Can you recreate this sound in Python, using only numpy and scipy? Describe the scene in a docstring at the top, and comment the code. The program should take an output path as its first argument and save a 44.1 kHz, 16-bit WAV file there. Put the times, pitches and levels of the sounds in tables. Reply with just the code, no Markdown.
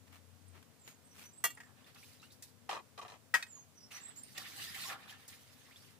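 """Washing up in a brick yard

Someone shuffles in, sets a steel pan down, knocks a metal basin and drags the pan over the bricks:
impacts excite damped modes, and stick-slip friction grinds and squeaks. Water is scooped, poured from
basin to pan and swished by hand, sounding through the resonance of its bubbles. A small bird sings
thin high phrases, a far motor hums at first, and the yard returns a faint echo."""
import sys
import numpy as np
from scipy import signal
from scipy.fft import rfft, irfft, next_fast_len
from scipy.io import wavfile
from scipy.ndimage import uniform_filter1d, map_coordinates

SR = 44100
rng = np.random.default_rng(int(sys.argv[2]) if len(sys.argv) > 2 else 0)


def persist_wave(psi):
    """Save psi, clipped to +-1, as 16-bit WAV."""
    counts = np.round(np.clip(psi, -1, 1) * 32767).astype(np.int16)
    wavfile.write(sys.argv[1], SR, np.atleast_2d(counts).T)


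N = 264159
TIME = np.arange(N) / SR
AGE = TIME[:SR // 4]  # seconds since the onset of a short event


def amp(db):
    """Amplitude ratio of a level in decibels."""
    return 10 ** (np.asarray(db) / 20)


def unit(x):
    """Normalisation to rms 1."""
    return x / np.sqrt(np.mean(x ** 2) + 1e-20)


def along(points, hz):
    """Interpolation of (frequency, value) points on a logarithmic frequency axis."""
    f, v = np.transpose(points)
    return np.interp(np.log(hz + 1), np.log(f + 1), v)


def wobble(knots_per_s):
    """Smooth random modulation: a spline through Gaussian values."""
    knots = rng.standard_normal(int(N * knots_per_s / SR) + 4)
    return map_coordinates(knots, [TIME * knots_per_s])


def filtered(x, response):
    """Linear filtering: the spectrum is multiplied by a frequency response."""
    size = x.shape[-1]
    padded = next_fast_len(size + SR // 4)
    return irfft(rfft(x, padded) * response(np.fft.rfftfreq(padded, 1 / SR)), padded)[..., :size]


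def add(track, start_s, sound):
    """Superposition of a sound on a track."""
    part = track[..., max(round(start_s * SR), 0):][..., :sound.shape[-1]]
    part += sound[..., :part.shape[-1]]


def placed(left_db):
    """Level panning: two gains, the left exceeding the right by left_db."""
    return amp(np.array([[left_db], [-left_db]]) / 2)


def tilt(hz, slope_db):
    """Spectral tilt per octave about 2 kHz: harder contact lifts the treble."""
    return amp(slope_db * np.log2(np.clip(hz, 500, 8000) / 2000))


# Likeness of the left and right sound: frequency_hz, correlation
COHERENCE = [(100, 0.61), (700, 0.73), (2000, 0.098), (6000, 0.16), (14000, 0.19)]
def coloured(pair, gain):
    """Partial coherence: unrelated signals, filtered as mid and side, give a stereo pair of rms 1."""
    def response(hz):
        angle = np.arccos(np.clip(along(COHERENCE, hz), -1, 1)) / 2
        return gain(hz) * np.array([np.cos(angle), np.sin(angle)])
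    mid, side = filtered(pair, response)
    return unit(np.array([mid + side, mid - side]))


def hiss(spectrum, slope_db=0, size=len(AGE)):
    """Spectral shaping of stereo noise by (frequency_hz, density_db) points."""
    white = rng.standard_normal((2, size))
    return coloured(white, lambda hz: amp(along(spectrum, hz)) * tilt(hz, slope_db))


def held(contact_s, t60_s):
    """Envelope of forced vibration during contact, then free exponential decay."""
    return (1 - np.exp(-AGE / 0.0004)) * amp(-60 * np.maximum(AGE - contact_s, 0) / t60_s)


def resonances(rows, f):
    """Response of damped resonators in parallel, alternating in sign."""
    return sum((-1) ** k * amp(db) * 1j * f * width / (hz * hz - f * f + 1j * f * width)
               for k, (hz, width, db) in enumerate(rows))


def scattered(x, echo_db, span_s=.014):
    """Early reflections: a jar wall and the bricks add nine delayed copies."""
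    taps = np.zeros(int(span_s * SR) + 1)
    delays = (rng.uniform(.1, 1, 9) * span_s * SR).astype(int)
    np.add.at(taps, delays, amp(echo_db) * rng.choice([-1, 1], 9))
    taps[0] = 1
    return signal.fftconvolve(x, taps[None] / np.linalg.norm(taps), axes=1)[:, :x.shape[1]]


# Open-air hush: frequency_hz, density_db
AIR_SPECTRUM = [(25, -36.5), (50, -33.5), (72, -20), (92, -3), (190, -12.5), (260, -7), (340, -22),
                (470, -15), (700, -25), (1200, -27.5), (2500, -30.5), (4000, -32.5), (8000, -33),
                (15500, -38.5)]
def air():
    """Nearly stationary broadband noise, leaning to the right."""
    hush = hiss(AIR_SPECTRUM, size=N) * amp(-61 + 0.14 * wobble(4.8))
    lean = [(400, -2.5), (900, -3), (8000, -2)]  # frequency_hz, left_db
    return filtered(hush, lambda hz: amp(np.array([[1], [-1]]) * along(lean, hz) / 2))


# Course of the outdoor rumble: time_s, level_db
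RUMBLE_LEVELS = [(0, -73), (1.3, -67.5), (2.3, -68.5), (3.7, -88.5), (4.2, -64.5), (4.9, -61), (5.5, -75),
                 (6, -67.5)]
def rumble():
    """Low-frequency noise under a slowly varying envelope."""
    spectrum = [(30, -35), (60, -22), (95, -0.5), (230, 0), (400, -9.5), (1500, -58)]
    return hiss(spectrum, size=N) * amp(np.interp(TIME, *np.transpose(RUMBLE_LEVELS)))


# Course of the motor's hum: time_s, level_db
MOTOR_LEVELS = [(0, -60.5), (.3, -58), (.62, -58.5), (.72, -90.5), (6, -94)]
def motor(pitch_hz=90.5):
    """A far motor's hum: one tone, randomly modulated in frequency and amplitude."""
    hum = np.sin(2 * np.pi * np.cumsum(pitch_hz + 2 * wobble(23)) / SR)
    return amp(np.interp(TIME, *np.transpose(MOTOR_LEVELS)) + 1.7 * wobble(12)) * hum


# Soles and cloth brushing: middle_s, level_db, half_length_s, tilt_db_per_octave
SOLE_SCUFFS = [(0.08, -61, 0.0084, 2), (.15, -59, .035, 2.5), (0.567, -58.5, 0.033, -0.5),
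               (0.894, -57, 0.034, 5), (1.213, -54.5, 0.06, 4.5)]
# Grit cracking under a sole: start_s, level_db
GRIT_CRACKS = [(.128, -58), (0.627, -56.5), (0.8767, -46)]
def steps(roughness_db=3):
    """Friction noise of soft shoes on brick, with brief transients as grit cracks."""
    out = np.zeros((2, N))
    sole = [(30, -31), (120, 9), (700, 2.5), (2500, -1.5), (5000, -13), (15000, -19)]
    for s, db, half, slope_db in SOLE_SCUFFS:
        add(out, s - 2 * half, amp(db) * hiss(sole, slope_db) * np.exp(-(AGE / half - 2) ** 2))
    out *= unit(amp(roughness_db * wobble(700)))
    for s, db in GRIT_CRACKS:
        add(out, s, amp(db) * hiss(sole, slope_db=2) * held(0.0012, 0.036))
    return out


def whistle(length_s, first_hz, middle_hz, last_hz, db, depth_hz, ratio=1, trill_hz=190):
    """Frequency modulation: a fast trill rides on a parabola through three pitches."""
    u = np.linspace(0, 1, int(length_s * SR))
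    path = first_hz * (1 - u) * (1 - 2 * u) + middle_hz * 4 * u * (1 - u) + last_hz * u * (2 * u - 1)
    trill = np.sin(2 * np.pi * trill_hz * length_s * u * rng.uniform(0.95, 1.1))
    envelope = amp(db) * np.sqrt(np.abs(np.sin(np.pi * u)))
    return envelope * np.sin(2 * np.pi * np.cumsum(ratio * path + depth_hz * trill) / SR)


# Notes of the phrase: offset_s, length_s, first_hz, middle_hz, last_hz, level_db, trill_depth_hz
BIRD_PHRASE = [(0, 0.16, 7860, 6740, 6600, -57.5, 35), (0.274, .1, 6110, 5820, 5700, -62, 110),
               (0.444, 0.072, 5750, 5960, 5950, -53.5, 90), (0.528, .048, 7050, 7580, 7620, -54.5, 230),
               (0.568, 0.061, 7350, 7960, 7920, -52, 200), (.68, .048, 6700, 7450, 7250, -50, 180),
               (0.755, 0.011, 8600, 9070, 9240, -49.5, 170), (0.846, 0.052, 7200, 7400, 7400, -66.5, 150)]
# Each singing of the phrase: start_s, gain_db, pitch_ratio, trill_share
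BIRD_SINGINGS = [(0.792, -7.5, 1.012, 0.56), (3.478, 1, .992, 1)]
# Stray chirps: start_s, length_s, first_hz, middle_hz, last_hz, level_db, trill_depth_hz
BIRD_CHIRPS = [(0.479, .015, 8150, 8580, 8400, -61.5, 10), (1.042, .055, 7870, 8400, 8040, -64.5, 80),
               (3.781, .1, 4950, 5140, 5660, -62.5, 150)]
def bird(flutter_db=4):
    """Modulated pure tones: stray chirps and a phrase sung twice, then louder and more trilled."""
    out = np.zeros(N)
    for start, db, ratio, trill_share in BIRD_SINGINGS:
        for s, *note, depth_hz in BIRD_PHRASE:
            add(out, start + s, amp(db) * whistle(*note, trill_share * depth_hz, ratio))
    for s, *note in BIRD_CHIRPS:
        add(out, s, whistle(*note))
    return scattered(out * amp(flutter_db * wobble(130)) * placed(-6), echo_db=-24.5)


def strikes(hits, modes, clash, clash_t60, tail_db, tail_t60, crack_db):
    """Impact excitation: a rim chatters for milliseconds, making noise and driving the vessel's modes."""
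    out = np.zeros((2, N))
    for s, ring_db, clash_db, contact, slope_db, left_db in hits:
        ring = np.zeros((2, len(AGE)))
        for hz, db, t60 in modes:
            # short waves reach the two microphone ports out of step
            phase = rng.uniform(0, 2 * np.pi) + rng.normal(0, hz / 6000, (2, 1))
            gain = amp(db + rng.normal(0, 0.17)) * tilt(hz, slope_db)
            ring += gain * held(contact, t60) * np.sin(2 * np.pi * hz * AGE + phase)
        direct = held(contact, clash_t60) + amp(crack_db) * held(0.0055, 0.0071)
        diffuse = amp(tail_db) * held(contact, tail_t60)
        envelope = placed(left_db - 0.5) * direct + diffuse
        noise = scattered(hiss(clash, slope_db) * envelope, echo_db=-14.5)
        add(out, s, placed(left_db) * amp(ring_db) * ring + amp(clash_db) * noise)
    return out


# The pan set down: start_s, ring_db, clash_db, contact_s, tilt_db_per_octave, left_db
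PAN_IMPACTS = [(1.4398, -29, -33, 0.018, 1, 0), (1.503, -45.5, -62.5, 0.0062, 1.5, -3.5)]
# Natural modes of the pan: pitch_hz, level_db, t60_s
PAN_PARTIALS = [(697, -33, .2), (1214, -14, .05), (1934, -4, .058), (2283, -15, .11), (2655, -22, .12),
                (2785, -11, .18), (3210, -18, .13), (3326, -17, .17), (3550, -24, .14), (4900, -26, .1),
                (6300, -23, .09), (3940, -23, .09), (4343, -17, .12), (5039, -26, .1), (5572, -26, .1),
                (6035, -18, .06), (6880, -19, .08), (7430, -22, .1), (7672, -21, .09), (10182, -20, .1),
                (11818, -21, .09), (12527, -20, .08), (13685, -18, .08), (14389, -17, .065)]
# Noise of the pan meeting brick: frequency_hz, density_db
PAN_NOISE = [(60, -14), (200, -12), (480, 2.5), (700, 2.5), (1200, 5), (1900, 4), (2500, -13), (4500, -14),
             (6300, -1), (9000, -2.5), (14000, -2.5), (16000, -11)]
def pan():
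    """Modal ringing of a steel pan set down on brick."""
    return strikes(PAN_IMPACTS, PAN_PARTIALS, PAN_NOISE,
                   clash_t60=0.069, tail_db=-25.5, tail_t60=.25, crack_db=1)


# Knocks of the basin: start_s, ring_db, clash_db, contact_s, tilt_db_per_octave, left_db
BASIN_IMPACTS = [(1.572, -49.5, -59.5, .005, -2.5, -2), (1.602, -47, -59.5, 0.0072, 0, -1),
                 (1.633, -69, -65, 0.0044, -1, -7), (1.664, -62, -73, .006, -6, 0),
                 (3.3398, -18.5, -33, 0.013, 0, 4.5), (3.466, -55, -72, 0.0029, 5, -11.5)]
# Natural modes of the basin: pitch_hz, level_db, t60_s
BASIN_PARTIALS = [(943, -21, .05), (1280, -19, .06), (1652, -18, .07), (1895, -2.5, .054),
                  (2198, -20, .085), (2294, -22, .08), (2553, -18, .09), (3127, -24, .085),
                  (3473, -25, .08), (3780, -31, .07), (4300, -33, .06), (4823, -26, .07), (5030, -28, .06),
                  (5720, -33, .1), (6885, -32, .1), (7553, -33, .09), (8786, -35, .08)]
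# Noise of the basin meeting brick: frequency_hz, density_db
BASIN_NOISE = [(60, -34), (200, -19.5), (450, -18.5), (800, -9), (1300, -7.5), (1800, 2.5), (2300, -9),
               (4200, -19), (5000, -15), (8500, -17), (11000, -24.5), (15000, -23.5)]
def basin():
    """Modal ringing of a knocked metal basin, dominated by one quickly damped mode."""
    return strikes(BASIN_IMPACTS, BASIN_PARTIALS, BASIN_NOISE,
                   clash_t60=.055, tail_db=-6, tail_t60=0.25, crack_db=-2)


def bubbles(per_s, hz, spread, cycles, size_db):
    """Bubble resonance: a random stream of short damped sines, each rising in pitch."""
    count = int(per_s * N / SR)
    start = rng.integers(0, N, count)[:, None]
    pitch = np.clip(hz * np.exp(spread * rng.standard_normal((count, 1))), 300, 13000)
    size = amp(size_db * np.minimum(rng.exponential(1, (count, 1)), 4))
    samples = np.arange(220)
    life = samples / SR * pitch / cycles
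    phase = 2 * np.pi * cycles * life * (1 + 0.11 * np.minimum(life, 1))
    wave = size * np.exp(-3 * life) * np.sin(phase)
    return unit(np.bincount((start + samples).ravel(), wave.ravel(), N)[:N])


def patchy(pair, depth_db):
    """Random modulation in time and frequency: brief patches of pitch swell and fade."""
    spectra = signal.stft(pair, nperseg=512)[2]
    field = uniform_filter1d(rng.standard_normal(spectra.shape[1:]), size=5, axis=0)
    field = uniform_filter1d(field, size=6, axis=1)
    return signal.istft(spectra * amp(depth_db * unit(field)), nperseg=512)[1][:, :N]


# Resonances of the wet basin: pitch_hz, bandwidth_hz, level_db
WET_BASIN = [(650, 31, -2.5), (789, 19.5, 8.5), (1160, 104, -2), (1370, 31, -3), (1790, 69, -1),
             (2036, 77, -1), (2700, 800, -8), (3760, 140, -5.5), (3960, 44, -4.5)]
def flow(spectrum, patchy_db, **bubble_settings):
    """Source and filter: equal parts of bubbles and rushing noise, coloured by the basin."""
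    stream = bubbles(**bubble_settings)
    pair = np.array([stream, np.roll(stream, N // 2)]) + rng.standard_normal((2, N))
    hollow = lambda hz: 1 + 2 * np.abs(resonances(WET_BASIN, hz))
    return coloured(patchy(pair, patchy_db), lambda hz: amp(along(spectrum, hz)) * hollow(hz))


# A hand or vessel stirs the water: start_s, length_s, level_db, depth_db (+ hollow, - thin spray)
WATER_SWISHES = [(1.66, 0.026, -75.5, 20), (1.765, .06, -70.5, 8.5), (1.858, 0.013, -60, 2.5),
                 (1.945, 0.015, -63.5, 4), (1.97, 0.18, -69.5, -5.5), (2.222, 0.012, -65.5, -2.5),
                 (2.312, 0.012, -80, -13.5), (2.425, 0.017, -71.5, -10), (3.904, 0.065, -54, -0.5),
                 (3.97, 0.15, -63.5, 5), (4.15, 0.27, -69.5, -4.5), (4.345, 0.075, -59, 11),
                 (4.44, .03, -60.5, 4), (4.8, 0.057, -59, -5.5), (4.88, 0.046, -48.5, 10),
                 (4.96, 0.16, -62, 3), (5.068, .06, -57, 3.5), (5.17, 0.083, -65, 2),
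                 (5.276, 0.073, -61.5, -2.5), (5.38, .55, -68, -1), (5.675, 0.013, -64.5, 6)]
def stirred(depth_weight, t60_s, attack_s=0.014, pour_depth_db=-1):
    """Envelope of a water layer: pour and swishes add in power; a positive weight favours deep ones."""
    t = TIME[:SR]
    power = amp(np.maximum(pour_db(TIME), -120) + depth_weight * pour_depth_db) ** 2
    for s, length, db, depth_db in WATER_SWISHES:
        decay_db = 60 * np.maximum(t - length, 0) / t60_s
        swish = np.minimum(t / attack_s, 1) * amp(db + depth_weight * depth_db - decay_db)
        add(power, s, swish ** 2)
    return np.sqrt(power)


# Big bubbles sloshing: frequency_hz, density_db
SLOSH_SPECTRUM = [(150, -35.5), (300, -12), (500, 2), (750, -4), (1250, 4.5), (1700, 11), (3000, -57)]
# Small bubbles splashing: frequency_hz, density_db
SPLASH_SPECTRUM = [(600, -34), (1200, -13), (1800, -3), (3000, 0), (4400, -1), (6000, -9.5), (9000, -10),
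                   (15000, -41)]
# Droplets spraying on metal: frequency_hz, density_db
SPRAY_SPECTRUM = [(2000, -31), (4500, 2.5), (6500, -1.5), (10000, 0.5), (15000, -1), (16000, -8)]
def water(churn_db=1.94):
    """Size sets pitch and decay: big bubbles sound lower and outlast small ones and droplets."""
    slosh = flow(SLOSH_SPECTRUM, patchy_db=0.5, per_s=1100, hz=997, spread=.55, cycles=10, size_db=-3)
    splash = flow(SPLASH_SPECTRUM, patchy_db=2.5, per_s=1700, hz=2793, spread=.56, cycles=13.5,
                  size_db=0.5)
    spray = flow(SPRAY_SPECTRUM, patchy_db=3, per_s=2200, hz=8070, spread=.54, cycles=2.92, size_db=1.5)
    slosh *= amp(-8.5) * stirred(depth_weight=0.87, t60_s=0.41)
    splash *= stirred(depth_weight=0, t60_s=0.24)
    spray *= amp(-1) * stirred(depth_weight=-1.56, t60_s=0.2)
    return sum(layer * amp(churn_db * wobble(45)) for layer in (slosh, splash, spray))


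# The loudest single bubbles: start_s, pitch_hz, level_db, life_s (to fall 20 dB), rise_octaves
LARGE_BUBBLES = [(1.844, 3420, -53, .01, 0.11), (2.028, 2080, -51, 0.019, .88),
                 (2.198, 3880, -55, 0.015, .07), (2.227, 1230, -53.5, 0.026, 0.57),
                 (2.229, 2710, -50.5, .022, .1), (2.304, 3370, -54.5, 0.017, 0.96),
                 (3.566, 1170, -57, 0.031, -0.52), (4.621, 2770, -41, 0.015, .2),
                 (4.748, 2120, -46, 0.019, 0.31), (4.821, 4113, -41, 0.025, 0.28),
                 (4.852, 1130, -42, 0.021, -0.34), (4.904, 1368, -44.5, .06, .05),
                 (4.92, 1049, -48.5, 0.055, 0.42), (5.095, 3020, -43, 0.014, 0.26),
                 (5.124, 1712, -49.5, 0.048, 0.089), (5.709, 1940, -54, 0.023, 0.62),
                 (5.759, 3290, -47.5, 0.014, 0.32)]
def plops():
    """Damped oscillation of single large bubbles, each gliding in pitch inside a little splash."""
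    out = np.zeros((2, N))
    for s, hz, db, life, rise in list(LARGE_BUBBLES) + gurgles():
        pitch = hz * 2 ** (rise * np.minimum(AGE / life, 1))
        plop = np.sin(2 * np.pi * np.cumsum(pitch) / SR) + amp(-9) * hiss(SPLASH_SPECTRUM)
        envelope = amp(db - 20 * AGE / life) * (1 - np.exp(-AGE / 0.00096))
        add(out, s, envelope * plop)
    return scattered(out, echo_db=-16)


# Water slapping metal: start_s, level_db, length_s, tilt_db_per_octave
WATER_SLAPS = [(1.9466, -58.5, .003, -6), (2.216, -61, .006, -7), (4.378, -40.5, 0.0046, -5.5),
               (4.618, -55, 0.024, -6), (5.2786, -51, .009, 12)]
def slaps():
    """Liquid impact: water meeting metal gives a short burst of noise."""
    out = np.zeros((2, N))
    spectrum = [(300, -25), (1500, -22.5), (4500, 5), (8000, 1.5), (15000, -3.5)]
    for s, db, length, slope_db in WATER_SLAPS:
        add(out, s, amp(db) * hiss(spectrum, slope_db) * held(length, 0.035))
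    return out


# Rim touching rim: start_s, ring_db, clash_db, contact_s, tilt_db_per_octave, left_db
RIM_IMPACTS = [(2.4235, -66, -52, 0.0089, 11, 1), (3.4255, -39.5, -46.5, 0.002, 2.5, -3.5),
               (4.3785, -47, -55, 0.0068, -12, -5)]
# Natural modes of the touching rims: pitch_hz, level_db, t60_s
RIM_PARTIALS = [(1875, 0, .045), (2095, -9, .06), (2545, -2, .09), (3400, -10, .06), (3790, -7, .06),
                (4290, -10, .05), (4830, -10, .05), (6030, -15, .07)]
def clinks():
    """Light impacts of rim on rim excite high, short-lived modes."""
    return strikes(RIM_IMPACTS, RIM_PARTIALS, BASIN_NOISE,
                   clash_t60=.055, tail_db=-17.5, tail_t60=.15, crack_db=-5)


# Pulls over the bricks: start_s, length_s, catch_gap_s, first_catch_db, fade_db, tilt_db_per_octave
PAN_PULLS = [(2.6913, .1, 0.019, -38.5, 12, -1.5), (2.977, 0.075, .035, -49, 3.5, -1),
             (3.08, 0.089, 0.019, -53, 10.5, -0.4)]
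# Steel grinding on brick: frequency_hz, density_db
GRIND_SPECTRUM = [(60, -38), (200, -12.5), (450, -7.5), (700, -10.5), (1000, -0.5), (1400, -8), (2500, -8),
                  (4000, -13.5), (6500, -15), (10000, -21.5), (15000, -33)]
# Resonances of the hand-damped pan: pitch_hz, bandwidth_hz, level_db
HELD_PAN = [(450, 90, -11), (758, 103, -4.5), (986, 33, 0), (1118, 21, -2.5), (1626, 49, -7),
            (2450, 110, -4.5), (3160, 150, -2), (3730, 110, -4), (4060, 170, -3), (5570, 190, -9)]
def drag(ring_db=8, roughness_db=1, grind_share=0.52, jitter_share=.05, dulling_db_per_octave=3.5):
    """Stick-slip friction: each catch on a brick joint ticks, grinds and excites the held pan."""
    grind, drive = np.zeros((2, N)), np.zeros((2, N))
    drive_spectrum = [(500, 4), (6000, -5.5), (12000, -8.5)]
    for start, length, gap, first_db, fade_db, slope_db in PAN_PULLS:
        for age in np.arange(0, length, gap):
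            spent = (age / length) ** 2  # a pull keeps its force, then fades and dulls
            s = start + age + (age > 0) * gap * jitter_share * rng.standard_normal()
            catch = amp(first_db - fade_db * spent) * (held(grind_share * gap, .028) + held(.002, .01))
            dulled_slope = slope_db - dulling_db_per_octave * spent
            add(grind, s, catch * hiss(GRIND_SPECTRUM, dulled_slope))
            add(drive, s, catch * hiss(drive_spectrum, dulled_slope))
    grit = unit(amp(roughness_db * wobble(900)))
    ring = filtered(drive * grit, lambda hz: resonances(HELD_PAN, hz))
    radiation = [(40, -17), (200, 0), (400, 3), (700, 0)]  # the grinding carries little deep bass, with a slight lift near 400 Hz
    grind = filtered(grind * grit, lambda hz: amp(along(radiation, hz)))
    return scattered(amp(-2.5) * grind, echo_db=-7.5) + amp(ring_db) * ring


# Notes of the dragged rim: middle_s, pitch_hz, level_db, half_length_s
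RIM_SQUEAKS = [(2.698, 793, -39.5, 0.005), (2.74, 989, -48, .03), (2.784, 2460, -57.5, 0.017),
               (2.997, 1145, -42.5, .009)]
def squeaks(flutter_db=3.4):
    """Periodic stick-slip: the dragged rim sings short notes that waver in level."""
    out = np.zeros(N)
    for s, hz, db, half in RIM_SQUEAKS:
        envelope = amp(db) * np.exp(-(AGE / half - 2) ** 2)
        add(out, s - 2 * half, envelope * np.sin(2 * np.pi * hz * AGE))
    return out * amp(flutter_db * wobble(110))


# The basin emptied into the pan: time_s, flow_db
POUR_FLOW = [(4.37, -55), (4.38, -52), (4.41, -53), (4.56, -58), (4.564, -54.5), (4.65, -46.5),
             (4.668, -52), (4.72, -53.5), (4.74, -56), (4.748, -49.5), (4.908, -50), (4.93, -53)]
def pour_db(t, edge_s=.03):
    """The stream's level follows its flow, falling 20 dB per edge_s beyond either end."""
    s, db = np.transpose(POUR_FLOW)
    outside_s = np.maximum(s[0] - t, 0) + np.maximum(t - s[-1], 0)
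    return np.interp(t, s, db) - 0.5 - 20 * outside_s / edge_s


def gurgles(per_s=24, middle_hz=2920, spread=.4, above_flow_db=3.5, cycles=73, rise_octaves=0.16):
    """Air entrainment: the pour traps bubbles, louder in stronger flow; rows as in LARGE_BUBBLES."""
    rows = []
    for slot in np.arange(POUR_FLOW[0][0], POUR_FLOW[-1][0], 1 / per_s):
        s = slot + rng.random() / per_s
        hz = middle_hz * np.exp(spread * rng.standard_normal())
        rows.append((s, hz, pour_db(s) + above_flow_db, cycles / hz, rise_octaves))
    return rows


# Reverberation time of the yard: frequency_hz, t60_s
YARD_DECAY = [(200, 0.28), (2000, 0.18), (12000, .2)]
def yard(x):
    """Diffuse reflection from the fence and a big jar: convolution with a decaying noise tail."""
    hz, t, spectra = signal.stft(rng.standard_normal((2, SR // 2)), SR, nperseg=256)
    decay = amp(-60 * t / along(YARD_DECAY, hz)[:, None])
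    tail = signal.istft(spectra * decay, SR, nperseg=256)[1]
    delayed = np.pad(tail / np.linalg.norm(tail[0]), ((0, 0), (SR // 100, 0)))
    return signal.fftconvolve(x, delayed, axes=1)[:, :N]


def scene():
    """Direct and reflected sound add; the farther bird has a larger share of echo."""
    near = pan() + basin() + clinks() + drag() + squeaks() + steps()
    near += (water() + slaps()) * placed(-2.7) + plops()
    song = bird()
    echo = yard(amp(-22) * near + amp(-8) * song)
    return near + song + echo + air() + rumble() + motor()


# Response of the right microphone port: frequency_hz, gain_db
RIGHT_RESPONSE = [(30, -11), (80, -23.5), (200, -26.5), (380, -20), (520, -15), (680, -2), (900, -1.5),
                  (15000, 1.5)]
def record(dry, top_hz=15550, lead_samples=2):
    """Band-limited pickup at two ports; the right is thin in the bass and leads slightly in time."""
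    def response(hz):
        right = amp(along(RIGHT_RESPONSE, hz)) * np.exp(2j * np.pi * hz * lead_samples / SR)
        return np.array([np.ones_like(hz), right]) * (hz < top_hz)
    return filtered(dry, response)


dry = scene()
out = record(dry)
persist_wave(out)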